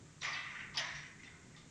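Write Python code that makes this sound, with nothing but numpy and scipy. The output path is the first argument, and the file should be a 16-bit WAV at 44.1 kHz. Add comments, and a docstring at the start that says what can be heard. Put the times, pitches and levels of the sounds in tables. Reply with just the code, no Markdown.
"""A faint knock and a low hum lead into two heavy steps on a steel footbridge. Each step makes a loose
deck plate clank, with lighter knocks between and after. Every blow spreads through the truss as bending
waves, treble first, and dies away in a dense ring of modes centred near 2 kHz. The plate's own modes add
a bright clink, and the hardest contacts crack. The span hums under the shifting weight, and quiet wind
and a faint high hiss lie behind."""
import sys
import numpy as np
from scipy import signal
from scipy.fft import rfft, irfft
from scipy.io import wavfile

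SR = 44100
rng = np.random.default_rng(int(sys.argv[2]) if len(sys.argv) > 2 else 0)


def inscribe(sig):
    """Save sig as 16-bit PCM at rate SR to the path in sys.argv[1].

    A 1-D sig is mono; a 2-D sig holds one channel per row.
    Samples are clipped to [-1, 1] before scaling.
    """
    pcm = np.round(np.clip(np.atleast_2d(sig).T, -1, 1) * 32767)
    wavfile.write(sys.argv[1], SR, pcm.astype(np.int16))


N = 74970

# blows on the deck; bass and treble are relative to the middle, and ring_ratio scales the decay time:
# start_s, level_db, bass_db, treble_db, cutoff_hz, rise_s, ring_ratio, favoured_hz
BLOWS = [ (0.050, -69.5, 6.5, -14, 5960, .01, .8, 1210), (0.208, -60.5, -9, 10, 7000, 0.0071, .4, 4050),
         (0.214, -54, 12.5, -14, 6440, 0.0028, 1.1, 3420), (0.228, -42.5, -1, 3, 7440, 0.0017, 0.48, 1220),
         (0.247, -42, 3, 1, 7060, 0.00067, .75, 1095), (0.331, -43, -6.5, 3.5, 4660, 0.012, 0.77, 710),
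         (0.441, -46, -8.5, -12, 4400, 0.012, 1.13, 1266), (0.497, -54, 1, -9, 6640, 0.0084, 1.14, 6100),
         (0.545, -47, -8.5, -6.5, 3330, 0.0056, 0.64, 1870),
         (0.583, -44, -9, -10.5, 6160, 0.019, 0.38, 2900), (0.737, -54.5, 14, 12, 5360, 0.011, 0.52, 920),
         (0.7691, -44, 9, 2.5, 6460, 0.0028, 0.87, 1745), (0.790, -43.5, 4, 1, 6150, 0.0027, 0.64, 980),
         (0.865, -48.5, -5, -0.5, 6200, 0.0053, 0.61, 1730), (0.935, -48, -15, 1, 6070, 0.021, 0.65, 5970),
         (1.030, -54.5, -12, 2, 3330, 0.0036, 0.5, 1560), (1.184, -63, -10, -5, 6050, 0.015, 1.3, 2380),
         (1.230, -57.5, -14, 0, 6200, 0.0025, 0.44, 1990), (1.251, -61.5, 6, 3, 3900, .006, .45, 3480),
         (1.315, -63.5, 6.5, -12, 1950, 0.0028, 0.99, 1520), (1.540, -64, -2, 1, 2600, 0.0045, 0.31, 2100),
         (1.559, -69.5, 21.5, 14.5, 6200, 0.0035, 0.46, 3650)]
# spectral envelope of the truss: frequency_hz, density_db
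TRUSS_SPECTRUM = [(200, -31), (420, -24), (520, -20.5), (680, -15.5), (800, -14), (980, -10.5),
                  (1170, -10.5), (1330, -9), (1530, -5), (1650, -10), (1800, -2), (2080, 1), (2400, -4),
                  (2750, -7), (3650, -9), (4400, -14.5), (5200, -12.5), (6150, -9.5), (6350, -22),
                  (6600, -21.5), (6800, -11), (7200, -18.5), (8000, -26), (11000, -15.5), (12200, -44),
                  (14000, -44)]
# decay time of the truss: frequency_hz, t60_s
TRUSS_DECAY = [(300, 0.52), (700, 0.89), (1200, 1.025), (1950, 1), (2800, 0.69), (4000, 0.67), (6000, 0.72),
               (7500, 0.24), (11000, .25)]
# truss modes stronger or weaker than their neighbours: pitch_hz, relative_db
DISTINCT_MODES = [(705, 11), (990, 2.5), (1133, -12), (1200, 9.5), (1545, 2.5), (1845, 7), (1905, 2),
                  (2015, 5.5), (2365, 1.5), (2417, 6.5), (2630, 5.5), (2830, 5), (3590, 7), (3700, 3),
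                  (4262, 9.5), (4520, 3), (5100, 7), (5675, -4), (6130, 6)]
# the loose plate strikes its seat and excites a band of modes: start_s, level_db, centre_hz, spread_octaves
PLATE_STRIKES = [(0.2081, -52.5, 4000, 0.09), (0.2162, -36, 5770, 0.017), (0.219, -40.5, 3790, 0.13),
                 (0.332, -38.5, 4460, 0.089), (0.759, -43.5, 4500, 0.097), (0.7712, -34.5, 5050, 0.23),
                 (0.7777, -36, 3300, 0.46)]
# modes of the plate: pitch_hz, level_db, t60_s
PLATE_MODES = [(2625, -8, .16), (2903, -3.5, .15), (3014, -6, .17), (3152, -5, .1), (3290, -5, .13),
               (3400, -8, .12), (3690, -4, .11), (3975, -9, .1), (4075, -10, .05), (4665, 0, .07),
               (5239, -2.5, .09), (5492, -7, .1), (5770, -7, .05), (5930, -9, .09), (6130, -9, .15)]
# hard contacts of steel on steel: start_s, level_db, top_gain_db
HARD_CONTACTS = [(0.7705, -40.5, -7), (0.7783, -38, 3.5)]
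# spectrum of a hard contact: frequency_hz, density_db
CRACK_SPECTRUM = [(350, -22.5), (500, -13), (700, -17), (1000, -7), (1400, -17), (1850, -5.5), (2250, -22),
                  (3000, -3), (3900, -0.5), (4200, -17), (4450, -17), (4700, 10), (5000, -6), (6100, -5.5),
                  (6800, -31), (9000, -32), (9900, -28.5), (10320, -17), (10600, -23), (11000, -22.5),
                  (11700, -41), (14000, -50)]
# shifts of weight on the span: start_s, level_db, pitch_hz
WEIGHT_SHIFTS = [(0.031, -56.5, 153.7), (0.16, -51.5, 149), (0.298, -54.5, 148.8), (0.429, -53, 139.3),
                 (0.692, -52, 149), (0.77, -50, 142), (0.92, -54, 62), (0.93, -47, 146.9),
                 (1.482, -55.5, 147.7)]
# spectrum of wind and distant hiss: frequency_hz, density_db
AIR_SPECTRUM = [(20, -12), (45, -12), (90, -1.5), (160, -1), (230, -5.5), (400, -12.5), (650, -21),
                (1200, -20.5), (2000, -20), (3000, -24.5), (5000, -26), (6200, -21.5), (7200, -19.5),
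                (7700, -23), (8400, -25), (9000, -39.5), (11200, -45.5), (12000, -56), (15000, -54)]

MODE_COUNT, MODE_SPREAD_DB = 1000, 1
BASS_HZ, MIDDLE_HZ, TREBLE_HZ = 660, 1900, 4250
FAVOUR_DB, FAVOUR_WIDTH = 8.5, 0.075  # width as a share of favoured_hz
RIPPLE_DB, RIPPLE_HZ = 4, 85.1
RING_SHAPE = 1.164  # above 1 the ring holds a little before it falls
TRAVEL_S = 0.0068  # travel time of a bending wave at 1 kHz
LINGER_DB, LINGER_T60_S = -22, 0.45  # the truss keeps each plate mode ringing faintly
CHATTER_DB, CHATTER_T60_S = -14.5, 0.029  # rapid rebounds of the plate on its seat roughen each clink
CRACK_TOP_HZ = 8000  # top_gain_db acts above this
AIR_DB, GUST_DB, GUST_BELOW_HZ = -59.5, 1.5, 910


def truss_modes(hz):
    """Normal modes: a large steel frame has a dense, irregular spectrum of resonances."""
    rank = (np.arange(MODE_COUNT) + rng.random(MODE_COUNT)) / MODE_COUNT
    bins = ((150 + 13000 * rank ** 2) * N / SR).astype(int)
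    strength = np.sqrt(rank)  # offsets the wider spacing of the high modes
    modes = np.zeros(len(hz))
    modes[bins] = strength * amp(MODE_SPREAD_DB * rng.standard_normal(MODE_COUNT))
    for pitch_hz, relative_db in DISTINCT_MODES:
        modes[round(pitch_hz * N / SR)] = amp(relative_db) * np.interp(pitch_hz, hz[bins], strength)
    modes *= amp(curve_at(TRUSS_SPECTRUM, hz))
    return modes / irfft(modes, N).std()


def truss_ring():
    """Modal superposition: every blow rings the same damped modes, weighted by the spot it strikes."""
    t, hz, out = np.arange(N) / SR, np.fft.rfftfreq(N, 1 / SR), np.zeros(N)
    modes = truss_modes(hz)
    for start_s, level_db, bass_db, treble_db, cutoff_hz, rise_s, ring_ratio, favoured_hz in BLOWS:
        tilt_db = curve_at([(BASS_HZ, bass_db), (MIDDLE_HZ, 0), (TREBLE_HZ, treble_db)], hz)
        rolloff = 1 / np.sqrt(1 + (hz / cutoff_hz) ** 15.5)
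        # each spot favours one group of modes and weights the rest unevenly
        favour_db = FAVOUR_DB * np.exp(-((hz / favoured_hz - 1) / FAVOUR_WIDTH) ** 2)
        ripple_db = RIPPLE_DB * np.interp(hz / RIPPLE_HZ, np.arange(512), rng.standard_normal(512))
        colour = rolloff * amp(tilt_db + favour_db + ripple_db)
        phases = np.exp(2j * np.pi * rng.random(len(hz)))
        undamped = irfft(modes * colour * phases, N)
        band_hz, age_s, bands = signal.stft(undamped, SR, nperseg=512)
        t60_s = ring_ratio * curve_at(TRUSS_DECAY, band_hz)
        ring = signal.istft(bands * decay(age_s, t60_s[:, None], RING_SHAPE), SR)[1][:N]
        add(out, start_s, amp(level_db) * ring * onset(t, rise_s))
    return disperse(out)


def plate_clinks():
    """Free vibration: the struck plate sounds a few clear modes that fall fast and then linger."""
    t, out = np.arange(SR) / SR, np.zeros(N)
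    for start_s, level_db, centre_hz, spread_octaves in PLATE_STRIKES:
        for pitch_hz, mode_db, t60_s in PLATE_MODES:
            off_centre = np.log2(pitch_hz / centre_hz) / spread_octaves
            gain = amp(level_db + mode_db) / np.sqrt(1 + off_centre ** 4)
            fade = decay(t, t60_s) + amp(LINGER_DB) * decay(t, LINGER_T60_S)
            add(out, start_s, gain * fade * sine(t, pitch_hz) * onset(t, rise_s=0.0003))
    bounces = rng.standard_normal(SR) * decay(t, CHATTER_T60_S)
    chatter = signal.fftconvolve(out, bounces / np.linalg.norm(bounces))[:N]
    return out + amp(CHATTER_DB) * chatter


def contact_cracks():
    """Impact excitation: a brief, hard contact sends a bright broadband burst through the steel."""
    t, hz, out = np.arange(N) / SR, np.fft.rfftfreq(N, 1 / SR), np.zeros(N)
    for start_s, level_db, top_gain_db in HARD_CONTACTS:
        shelf = amp(top_gain_db * (hz > CRACK_TOP_HZ))
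        burst = irfft(rfft(coloured_noise(CRACK_SPECTRUM)) * shelf, N)
        envelope = onset(t, rise_s=0.00053) * decay(t, t60_s=0.1)
        add(out, start_s, amp(level_db) * burst * envelope)
    return disperse(out)


def span_hum():
    """Resonance: each shift of weight excites a low mode of the span, which swells and dies away."""
    t, out = np.arange(N) / SR, np.zeros(N)
    swell = onset(t, rise_s=0.03) * decay(t, t60_s=0.5)
    for start_s, level_db, pitch_hz in WEIGHT_SHIFTS:
        add(out, start_s, amp(level_db) * swell * sine(t, pitch_hz))
    return out


def wind():
    """Amplitude modulation: gentle gusts vary a low rumble under a steady far hiss."""
    t, air = np.arange(N) / SR, coloured_noise(AIR_SPECTRUM)
    gust = unit_rms(sum(sine(t, rate_hz) / np.sqrt(rate_hz) for rate_hz in np.geomspace(1, 14, 20)))
    rumble = signal.sosfiltfilt(signal.butter(2, GUST_BELOW_HZ, fs=SR, output="sos"), air)
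    hiss = air - rumble
    return amp(AIR_DB) * (hiss + rumble * amp(GUST_DB * gust))


def disperse(x):
    """Dispersion: bending wave speed grows with the root of frequency, so the treble arrives first."""
    hz = np.fft.rfftfreq(2 * N, 1 / SR)
    lag_cycles = TRAVEL_S * (2 * np.sqrt(1000 * hz) - hz * np.sqrt(1000 / 7000))  # no delay at 7 kHz
    return irfft(rfft(x, 2 * N) * np.exp(-2j * np.pi * lag_cycles))[:N]


def decay(t, t60_s, shape=1):
    """Damping: a fall of 60 dB in t60_s, exponential when shape is 1."""
    return np.exp(-np.log(1000) * (t / t60_s) ** shape)


def onset(t, rise_s):
    """Linear rise to full amplitude."""
    return np.minimum(t / rise_s, 1)


def sine(t, hz):
    """Simple harmonic motion with a random phase."""
    return np.sin(2 * np.pi * (hz * t + rng.random()))


def coloured_noise(spectrum):
    """Spectral shaping of white noise, scaled to rms 1."""
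    gain = amp(curve_at(spectrum, np.fft.rfftfreq(N, 1 / SR)))
    return unit_rms(irfft(rfft(rng.standard_normal(N)) * gain, N))


def curve_at(points, hz):
    """Interpolation of (frequency_hz, value) points on a log-frequency axis."""
    point_hz, value = np.transpose(points)
    return np.interp(np.log(hz + 1), np.log(point_hz + 1), value)


def amp(db):
    """Amplitude ratio of a level in decibels."""
    return 10 ** (np.asarray(db) / 20)


def unit_rms(x):
    """Normalisation to rms 1."""
    return x / np.sqrt(np.mean(x ** 2) + 1e-20)


def add(mix, start_s, sound):
    """Superposition of a sound on the mix from start_s."""
    part = mix[max(round(start_s * SR), 0):][:len(sound)]
    part += sound[:len(part)]


def scene():
    """Superposition: the pressures from the bridge and the air sum in one channel."""
    return (truss_ring() + plate_clinks() + contact_cracks() + span_hum() + wind())[None]


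def record(dry):
    """Band limiting: a steep low-pass filter removes the treble above 13.2 kHz."""
    lowpass = signal.firwin(511, 13200, window=("kaiser", 9), fs=SR)
    return signal.oaconvolve(dry, lowpass[None], "same")


dry = scene()
out = record(dry)
inscribe(out)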